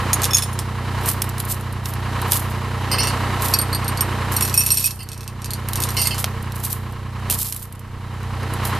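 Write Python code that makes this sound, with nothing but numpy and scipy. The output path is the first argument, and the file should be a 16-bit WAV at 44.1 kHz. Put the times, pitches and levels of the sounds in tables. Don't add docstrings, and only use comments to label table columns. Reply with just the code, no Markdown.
import sys
import numpy as np
from scipy import signal
from scipy.fft import rfft, irfft, next_fast_len
from scipy.io import wavfile
from scipy.ndimage import map_coordinates

SR = 44100
rng = np.random.default_rng(int(sys.argv[2]) if len(sys.argv) > 2 else 0)


def dump(signal):
    limited = np.clip(np.atleast_2d(signal).T, -1, 1)
    pcm = np.round(limited * 32767).astype(np.int16)
    wavfile.write(sys.argv[1], SR, pcm)


N = 387638

# frequency in Hz, time to fall 60 dB (t60) in seconds.
ECHO_DECAY = [(200, 0.32), (2000, 0.17), (6000, 0.53), (14000, 0.54)]
# frequency in Hz, left over right in dB.
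BACKGROUND_BALANCE = [(60, -1.5), (150, -2.0), (380, -2.0), (950, -1.5), (2380, -1.5), (5960, -1.5),
                      (15000, -2.5)]
# time in seconds, relative level in dB.
CLATTER_LEVEL = [(0.03, -26.5), (0.22, -26.5), (0.42, -33.5), (0.76, -33.5), (1.07, -27), (1.12, -32),
                 (1.85, -36), (2.26, -26.5), (2.39, -31), (2.77, -31), (2.97, -26), (3.46, -26),
                 (3.6, -29.5), (4.36, -27.5), (4.99, -46), (5.28, -43), (5.82, -31.5), (7.1, -40),
                 (7.3, -33), (7.49, -45.5), (7.76, -46), (8.76, -26)]
# multiple of the firing rate, relative level in dB.
EXHAUST_HARMONICS = [(1, -15), (2, -4), (3, 4), (4, 2.5), (5, -9.5), (6, -11), (7, -7.5), (8, -21.5),
                     (9, -25), (10, -18.5), (12, -17), (15, -16), (16, -27)]
GEAR_HARMONICS = [(26, -11.5), (31, -10), (34, -11.5), (35, -9)]
# frequency in Hz, relative density in dB.
BLOCK_SPECTRUM = [(460, -51), (780, -11.5), (1070, -5.5), (1570, -11), (1930, -10.5), (2370, -15),
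                  (3110, -14.5), (3430, -20), (3920, -16.5), (5940, -25.5), (11900, -29), (14500, -53)]
PIPE_SPECTRUM = [(94, -5), (160, -6.5), (215, -2.5), (264, -5), (456, -7.5), (521, -10.5), (680, -10.5),
                 (880, -14), (1500, -120)]
NEEDLE_SPECTRUM = [(1180, -33), (2000, -10), (2420, 3), (4250, 9.5), (5870, 8), (11800, 17.5), (14100, 17),
                   (15000, -39)]
# start in seconds, level in dB, pitch in Hz,
# t60 in seconds.
THUD_HITS = [(2.322, -31, 802.1, .08), (6.2419, -15, 910, 0.016), (7.3, -29.5, 380, 0.11),
             (8.419, -31, 318, 0.23)]
# start in seconds, hold in seconds, relative level in dB.
BRANCH_STROKES = [(1.012, 0.071, -42.5), (1.079, .02, -24.5), (1.401, .01, -40), (1.496, 0.021, -27),
                  (1.852, .04, -39), (2.282, .13, -37.5), (2.321, 0.033, -22), (2.495, 0.015, -44),
                  (3.415, 0.14, -33), (4.321, 0.11, -35), (4.427, 0.054, -31), (4.543, 0.28, -30.5),
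                  (4.838, 0.035, -28), (5.703, 0.3, -46), (5.968, 0.14, -38.5), (6.193, 0.0082, -27),
                  (6.555, 0.046, -40.5), (6.643, 0.026, -28.5), (6.71, 0.022, -33.5), (7.312, 0.033, -26),
                  (7.39, 0.089, -29), (7.498, 0.14, -42), (8.654, 0.017, -30)]
# start in seconds, relative level in dB, weight of the low band in dB.
TWIG_SNAPS = [(1.059, -8, -17), (1.0834, -9, -20), (1.088, 0, -24), (1.1004, -8, -19), (1.2195, -1.5, -18),
              (1.291, -14, -24), (1.3812, -13, -19), (1.4014, -8.5, -17), (1.4516, -15.5, -23),
              (1.521, -8, -37), (1.8566, -12, -11), (1.937, -16, -17), (2.2166, -14, -20),
              (2.3201, 0, -15.5), (2.3322, -5, -14), (3.458, -10, -12), (3.484, -8, -16), (4.6648, -8, -17),
              (5.6862, -9, -16.5), (5.7332, -7.5, -15), (5.8027, -5, -18), (6.2424, -7.5, -6.5),
              (6.5211, -21.5, -13), (6.6348, -15, -21), (6.6478, -9, -28), (6.728, -6, -26),
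              (7.2995, -1.5, -18), (7.3073, -1, -18.5), (7.3248, -8, -15), (7.389, -7, -26),
              (7.429, -7, -36), (7.5238, -6, -17), (7.563, -11, -22), (7.6261, -16, -28),
              (7.7937, -25, -20), (8.537, -15.5, -26), (8.652, -9.5, -15)]
# frequency in Hz, level within the family in dB, t60 in seconds before damping.
HOOK_MODES = [
    [(2520, -7, .08), (3500, -2.5, .11), (5100, -14, .09), (5390, 1, .08)],
    [(6550, 0, .06), (6720, -5, .08)],
    [(8950, -2, .05), (9720, 0, .1), (11900, -6, .05), (12700, -4, .08), (13400, -5, .05)],
]
LINK_MODES = [
    [(2612, 0, 0.21), (5625, 9, 0.13)],
    [(4266, 3.5, 0.1), (4680, -0.18, 0.16)],
    [(8630, 1, 0.042), (8810, -1, 0.14)],
    [(11560, 10, 0.072), (12500, -9, 0.15), (13050, -20, 0.064), (14000, -11, 0.04)],
]
SLACK_MODES = [
    [(2100, -3, 0.21), (2720, 6.5, 0.14), (3030, -0.5, 0.21), (4410, 6.5, 0.2), (4840, 5.5, 0.19),
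     (5100, -8, 0.11)],
    [(5530, 0, 0.26), (5700, -1, 0.32)],
    [(8400, -10, 0.2), (8850, 0, 0.11), (8900, 18, 0.11), (10700, -6, .1), (11800, -12, 0.057),
     (12000, 11, 0.08), (13050, -1, .08)],
]
# start in seconds, then relative
# levels in dB of the tick, of the high ring, and of the first and second family against that ring.
HOOK_BLOWS = [(0.1318, 2, -7.5, -23, 0.5), (0.219, -1, -34, -14, -16), (0.233, -4, -14.5, -10, 0.5),
              (0.2424, 3, -15, -7, -25), (0.254, 1, -24, -17, -25), (0.308, -15, -23, 4, -5),
              (0.3334, -10, -13.5, 2.5, 2), (0.3459, -6, -11.5, 0, 8.5), (0.3693, 2.5, -15, -6, -3),
              (0.3838, 2, -16, -5, -20), (0.4223, -3.5, -17.5, -0.5, -20), (0.4352, -5, -20, -22, -19),
              (0.53, -17, -25.5, -16, -24), (0.5904, -3.5, -21.5, -11, -20), (0.6175, -27, -45, -9, -25)]
LINK_BLOWS = [(3.5384, 3, -7, -10, -4.5), (3.5876, -6, -8, -31, -11), (3.6146, -6, -16, -26, -14),
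              (3.7289, -14, -19.5, -26, 0.5), (3.7479, -7, -16, -27, -5), (3.8444, -17, -24, -22, -9),
              (3.88, -5.5, -16.5, -26, -11), (3.974, -7, -24.5, -15, -2), (4.0078, -0.5, -8, -19.5, -29),
              (4.365, -4, -8, -15.5, -16), (4.4094, 3.5, -17, -12, -23), (4.4237, -3, -9.5, -11.5, -13),
              (4.451, -4, -18, -24, -25), (4.5412, 0, -9.5, -11.5, -23), (4.576, -4, -4, -8.5, -29),
              (4.593, -10, -7.5, -19, -28), (4.6067, -7, -12.5, -4, -23), (4.6354, -11, -14, -20, -20),
              (4.6628, -4, -11, -14, -28), (4.7045, 0, -9.5, -6.5, -17), (4.7179, -6, -5.5, -16, -19),
              (4.7424, -15, -15, -13, -20), (4.7723, -1, -11, -9.5, -11), (4.803, -13, -13, -26, -29),
              (4.8418, -13, -9.5, -11.5, -17), (4.8584, -7, -11, -17, -23), (5.445, -9.5, -32, -18, -26),
              (5.5063, -5, -24, -30, -4), (5.5346, -3.5, -22.5, -17, -2), (5.757, 0, -18.5, -26, -22),
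              (5.8243, -5, -15, -27, -22), (5.8373, 3, -17.5, -28, -23), (5.905, -9, -24, -33, -21),
              (6.0718, 5, -12.5, -29, -23)]
SLACK_BLOWS = [(2.9148, -13, -15, -1.5, -12), (2.9284, -13, -18, -2.5, -25), (2.9836, -13, -18, 2, -16),
               (2.9984, -20, -19, -2, -2.5), (3.0325, -5, -19, -2.5, -10), (3.0714, -2, -18, -3.5, -23),
               (4.9911, -27, -34.5, 0, -29), (5.005, -28, -32.5, -1, -31), (5.9678, -5, -18.5, -1, -7),
               (5.9764, -12, -23, -9, -20), (5.9934, -7, -13, -7, -21), (6.0162, 0, -10.5, -11.5, -21),
               (6.0544, -4, -22.5, 1, -30), (6.1084, -15, -27, 5.5, -18), (6.1454, -8, -37, -14, -17),
               (6.1814, -5, -31, -25, -30)]
# start in seconds, end in seconds, relative high ring in dB.
CHAIN_SLIDES = [(4.451, 4.93, -29.5), (5.082, 5.29, -36), (5.419, 5.48, -35.5), (5.776, 5.92, -34)]

FIRING_HZ = 30.59


def amp(db):
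    return 10 ** (np.asarray(db) / 20)


def unit(x):
    return x / np.sqrt(np.mean(x ** 2) + 1e-20)


def along(points, hz):
    freqs, values = np.transpose(points)
    return np.interp(np.log(hz + 1), np.log(freqs + 1), values)


def wobble(rate):
    return map_coordinates(rng.standard_normal(int(N * rate / SR) + 4), [np.arange(N) * rate / SR])


def filtered(x, response):
    size = next_fast_len(N + SR // 2)
    return irfft(rfft(x, size) * response(np.fft.rfftfreq(size, 1 / SR)), size)[..., :N]


def band(x, lo_hz, hi_hz):
    return signal.sosfilt(signal.butter(2, [lo_hz, hi_hz], "band", fs=SR, output="sos"), x)


def stereo_noise(size, width):
    mid, side = rng.standard_normal((2, size))
    return unit(np.array([mid + width * side, mid - width * side]))


def add(track, start, sound):
    part = track[:, max(round(start * SR), 0):][:, :sound.shape[-1]]
    part += sound[..., :part.shape[-1]]


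def air():
    rumble = unit(band(stereo_noise(N, width=0.21), 24, 112))
    hiss = unit(band(stereo_noise(N, width=0.93), 2500, 16000))
    crackle = unit(band(stereo_noise(N, width=0.6) * amp(15 * wobble(410)), 3800, 15000))
    return rumble * amp(-42) + hiss * amp(-62) + crackle * amp(-60)


def trunk_echo(x):
    hz, t, spectrum = signal.stft(rng.standard_normal((2, SR // 2)), SR, nperseg=256)
    decay = amp(-60 * t / along(ECHO_DECAY, hz)[:, None])
    tail = signal.istft(spectrum * decay, SR, nperseg=256)[1]
    return signal.fftconvolve(x, tail / np.linalg.norm(tail[0]), axes=1)[:, :N]


def exhaust_throb(firings, muffler_hz=76, width_hz=28):
    throb = np.zeros(N)
    for k, db in EXHAUST_HARMONICS:
        hz = k * FIRING_HZ
        lag = 2 * np.arctan2(hz * width_hz, muffler_hz ** 2 - hz ** 2)
        throb += amp(db + 0.33 * wobble(9.9)) * np.cos(2 * np.pi * k * firings - lag)
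    return throb


def block_rattle(cycles, knock):
    size = round(3 * SR / FIRING_HZ)
    valves = map_coordinates(rng.standard_normal(size), [cycles % 1 * size], mode="grid-wrap")
    loose = 0.62 * stereo_noise(N, width=0.3)
    parts = filtered(valves, lambda hz: 1 / (1 + (hz / 3500) ** 2)) + loose
    block = lambda hz: amp(along(BLOCK_SPECTRUM, hz))
    low = lambda hz: 1 / (1 + (hz / 2000) ** 4)
    body = filtered(unit(knock) * parts, lambda hz: block(hz) * low(hz))
    treble = filtered(unit(np.cbrt(knock)) * parts, lambda hz: block(hz) * (1 - low(hz)))
    return unit(body + treble)


def skidder(knock_turn=0.42, exhaust_knee_db=-34):
    t = np.arange(N) / SR
    clatter_db = np.interp(t, *np.transpose(CLATTER_LEVEL))
    exhaust_db = -23 - 10 * np.log10(1 + amp(exhaust_knee_db - clatter_db) ** 2)
    firings = .27 + FIRING_HZ * t + 0.0084 * wobble(1.5)
    cycles = firings / 3
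    lope = np.cos(2 * np.pi * (cycles - .08))
    exhaust = unit(exhaust_throb(firings) * amp(0.93 * lope)) * amp(exhaust_db)
    knock_phase = 2 * np.pi * (firings - knock_turn)
    knock = amp(3 * np.cos(knock_phase) + 2.05 * lope)
    whine = sum(amp(db - 1 + 2.1 * wobble(4.1)) * np.sin(k * knock_phase) for k, db in GEAR_HARMONICS)
    gears = whine * unit(np.sqrt(knock))
    rattle = block_rattle(cycles, knock)
    hiss = unit(band(stereo_noise(N, width=1.0), 3000, 15500))
    puffs = amp(1.5 * np.cos(2 * np.pi * (firings - .28))) * stereo_noise(N, width=0.11)
    roar = unit(filtered(puffs, lambda hz: amp(along(PIPE_SPECTRUM, hz)) * hz / (hz + 200)))
    clatter = rattle + gears + roar * amp(-4) + hiss * amp(-17)
    return exhaust + clatter * amp(clatter_db - 1)


def thuds(spread=1.8):
    out, t = np.zeros((2, N)), np.arange(SR // 4) / SR
    for start, db, hz, t60 in THUD_HITS:
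        body = unit(band(stereo_noise(len(t), width=.15), hz / spread, hz * spread))
        add(out, start, body * amp(db - 60 * t / t60))
    return out


def branch_stroke(start, hold, db, rise_db_per_s=1200, fall_db_per_s=402):
    t = np.arange(N) / SR - start
    fade_db = rise_db_per_s * np.maximum(-t, 0) + fall_db_per_s * np.maximum(t - hold, 0)
    return amp(db - np.minimum(fade_db, 120))


def branches(clicks_per_s=700):
    level = sum(branch_stroke(*row) for row in BRANCH_STROKES)
    fine = stereo_noise(N, width=.42) * amp(4 * wobble(1800))
    clicks = stereo_noise(N, width=.42) * (rng.random(N) < clicks_per_s / SR)
    clumps = (unit(fine) + unit(clicks) * amp(-1)) * amp(3 * wobble(110))
    rustle = unit(filtered(clumps, lambda hz: amp(along(NEEDLE_SPECTRUM, hz))))
    return rustle * level * amp(3)


def springing_twigs(within_s=0.25, low_db=-22):
    return [(start + hold + within_s * late, db + 10.5 - 8 * weak, low_db)
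            for start, hold, db in BRANCH_STROKES for late, weak in rng.random((2, 2))]


def twigs(crack_t60=0.02, splinter_t60=0.1):
    out, t = np.zeros((2, N)), np.arange(SR // 8) / SR
    for start, db, low_db in list(TWIG_SNAPS) + springing_twigs():
        thin = band(stereo_noise(len(t), width=.35), 8400, 14100)
        thick = band(stereo_noise(len(t), width=0.11), 2300, 6300) * amp(low_db + 11)
        fibres = np.repeat(amp(5.5 * rng.standard_normal(len(t))), SR // 1000)[:len(t)]
        fade = amp(-60 * t / crack_t60) + fibres * amp(-19 - 60 * t / splinter_t60)
        add(out, start, (thin + thick) * fade * amp(db - 5))
    return out


def sliding_links(links_per_s=42, tick_db=21.5, low_families_db=-6.5):
    rows = []
    for start, end, db in CHAIN_SLIDES:
        for k, (jitter, strength) in enumerate(rng.standard_normal((40, 2))):
            time = start + (k + .22 * jitter) / links_per_s
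            ring_db = db + 3.5 * strength
            if time < end:
                rows.append((time, ring_db + tick_db, ring_db, low_families_db, low_families_db))
    return rows


def steel_ring(modes, t, damping, detune):
    hz, mode_db, t60 = np.transpose(modes)
    pitch, strength, side, phase = rng.standard_normal((4, len(hz)))
    gain = amp(mode_db + 3.8 * strength)
    detuned_hz = hz * (1 + detune * pitch)
    waves = np.sin(2 * np.pi * (detuned_hz[:, None] * t + phase[:, None]))
    decay = amp(-60 * damping * t / t60[:, None])
    pan = amp(2.2 * np.array([side, -side]) - .5)
    return (pan * gain / np.linalg.norm(gain)) @ (waves * decay)


def chain(blows, families, family_db, tick_db, scrape_db, damping, detune, bounce_s, bounce_db,
          scatter_db=1.5, contacts=3):
    out, t = np.zeros((2, N)), np.arange(SR // 6) / SR
    attack = 1 - np.exp(-t / 0.0004)
    tick_fade = amp(-60 * t / 0.0053) + amp(scrape_db - 60 * t / 0.14)
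    for time, blow_db, ring_db, first_db, second_db in blows:
        shares_db = ring_db + np.array(family_db) + scatter_db * rng.standard_normal(len(families))
        shares_db[:2] += first_db, second_db
        for bounce in range(contacts):
            ring = sum(amp(db) * steel_ring(modes, t, damping, detune)
                       for modes, db in zip(families, shares_db))
            tick = band(stereo_noise(len(t), width=0.074), 2740, 12500) * amp(blow_db + tick_db)
            add(out, time, (ring * attack + tick * tick_fade) * amp(bounce * bounce_db))
            time += bounce_s * rng.uniform(0.56, 1.5)
    return out


def scene():
    hook = chain(HOOK_BLOWS, HOOK_MODES, family_db=[-1.5, -1, -2], tick_db=-7, scrape_db=-20,
                 damping=1.36, detune=0.0034, bounce_s=0.0035, bounce_db=-5.5)
    link_blows = list(LINK_BLOWS) + sliding_links()
    links = chain(link_blows, LINK_MODES, family_db=[2.3, 0.82, -1.8, -1.5], tick_db=-8.5,
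                  scrape_db=-19.5, damping=1.62, detune=0.0119, bounce_s=0.0047, bounce_db=-10)
    slack = chain(SLACK_BLOWS, SLACK_MODES, family_db=[-0.5, 0, -2.5], tick_db=-10, scrape_db=-16,
                  damping=1.37, detune=0.0245, bounce_s=0.005, bounce_db=-3, scatter_db=1, contacts=6)
    near = hook + links + slack + twigs() + branches() + thuds()
    sides = np.array([[.5], [-.5]])
    background = filtered(skidder() + air(), lambda hz: amp(along(BACKGROUND_BALANCE, hz) * sides))
    foreground = (near + amp(-17.5) * trunk_echo(near)) * amp([[-1.4], [1.2]])
    return foreground + background


def record(dry, top_hz=14350):
    return filtered(np.clip(dry, -.88, .88), lambda hz: 1 / np.sqrt(1 + (hz / top_hz) ** 140))


dry = scene()
out = record(dry)
dump(out)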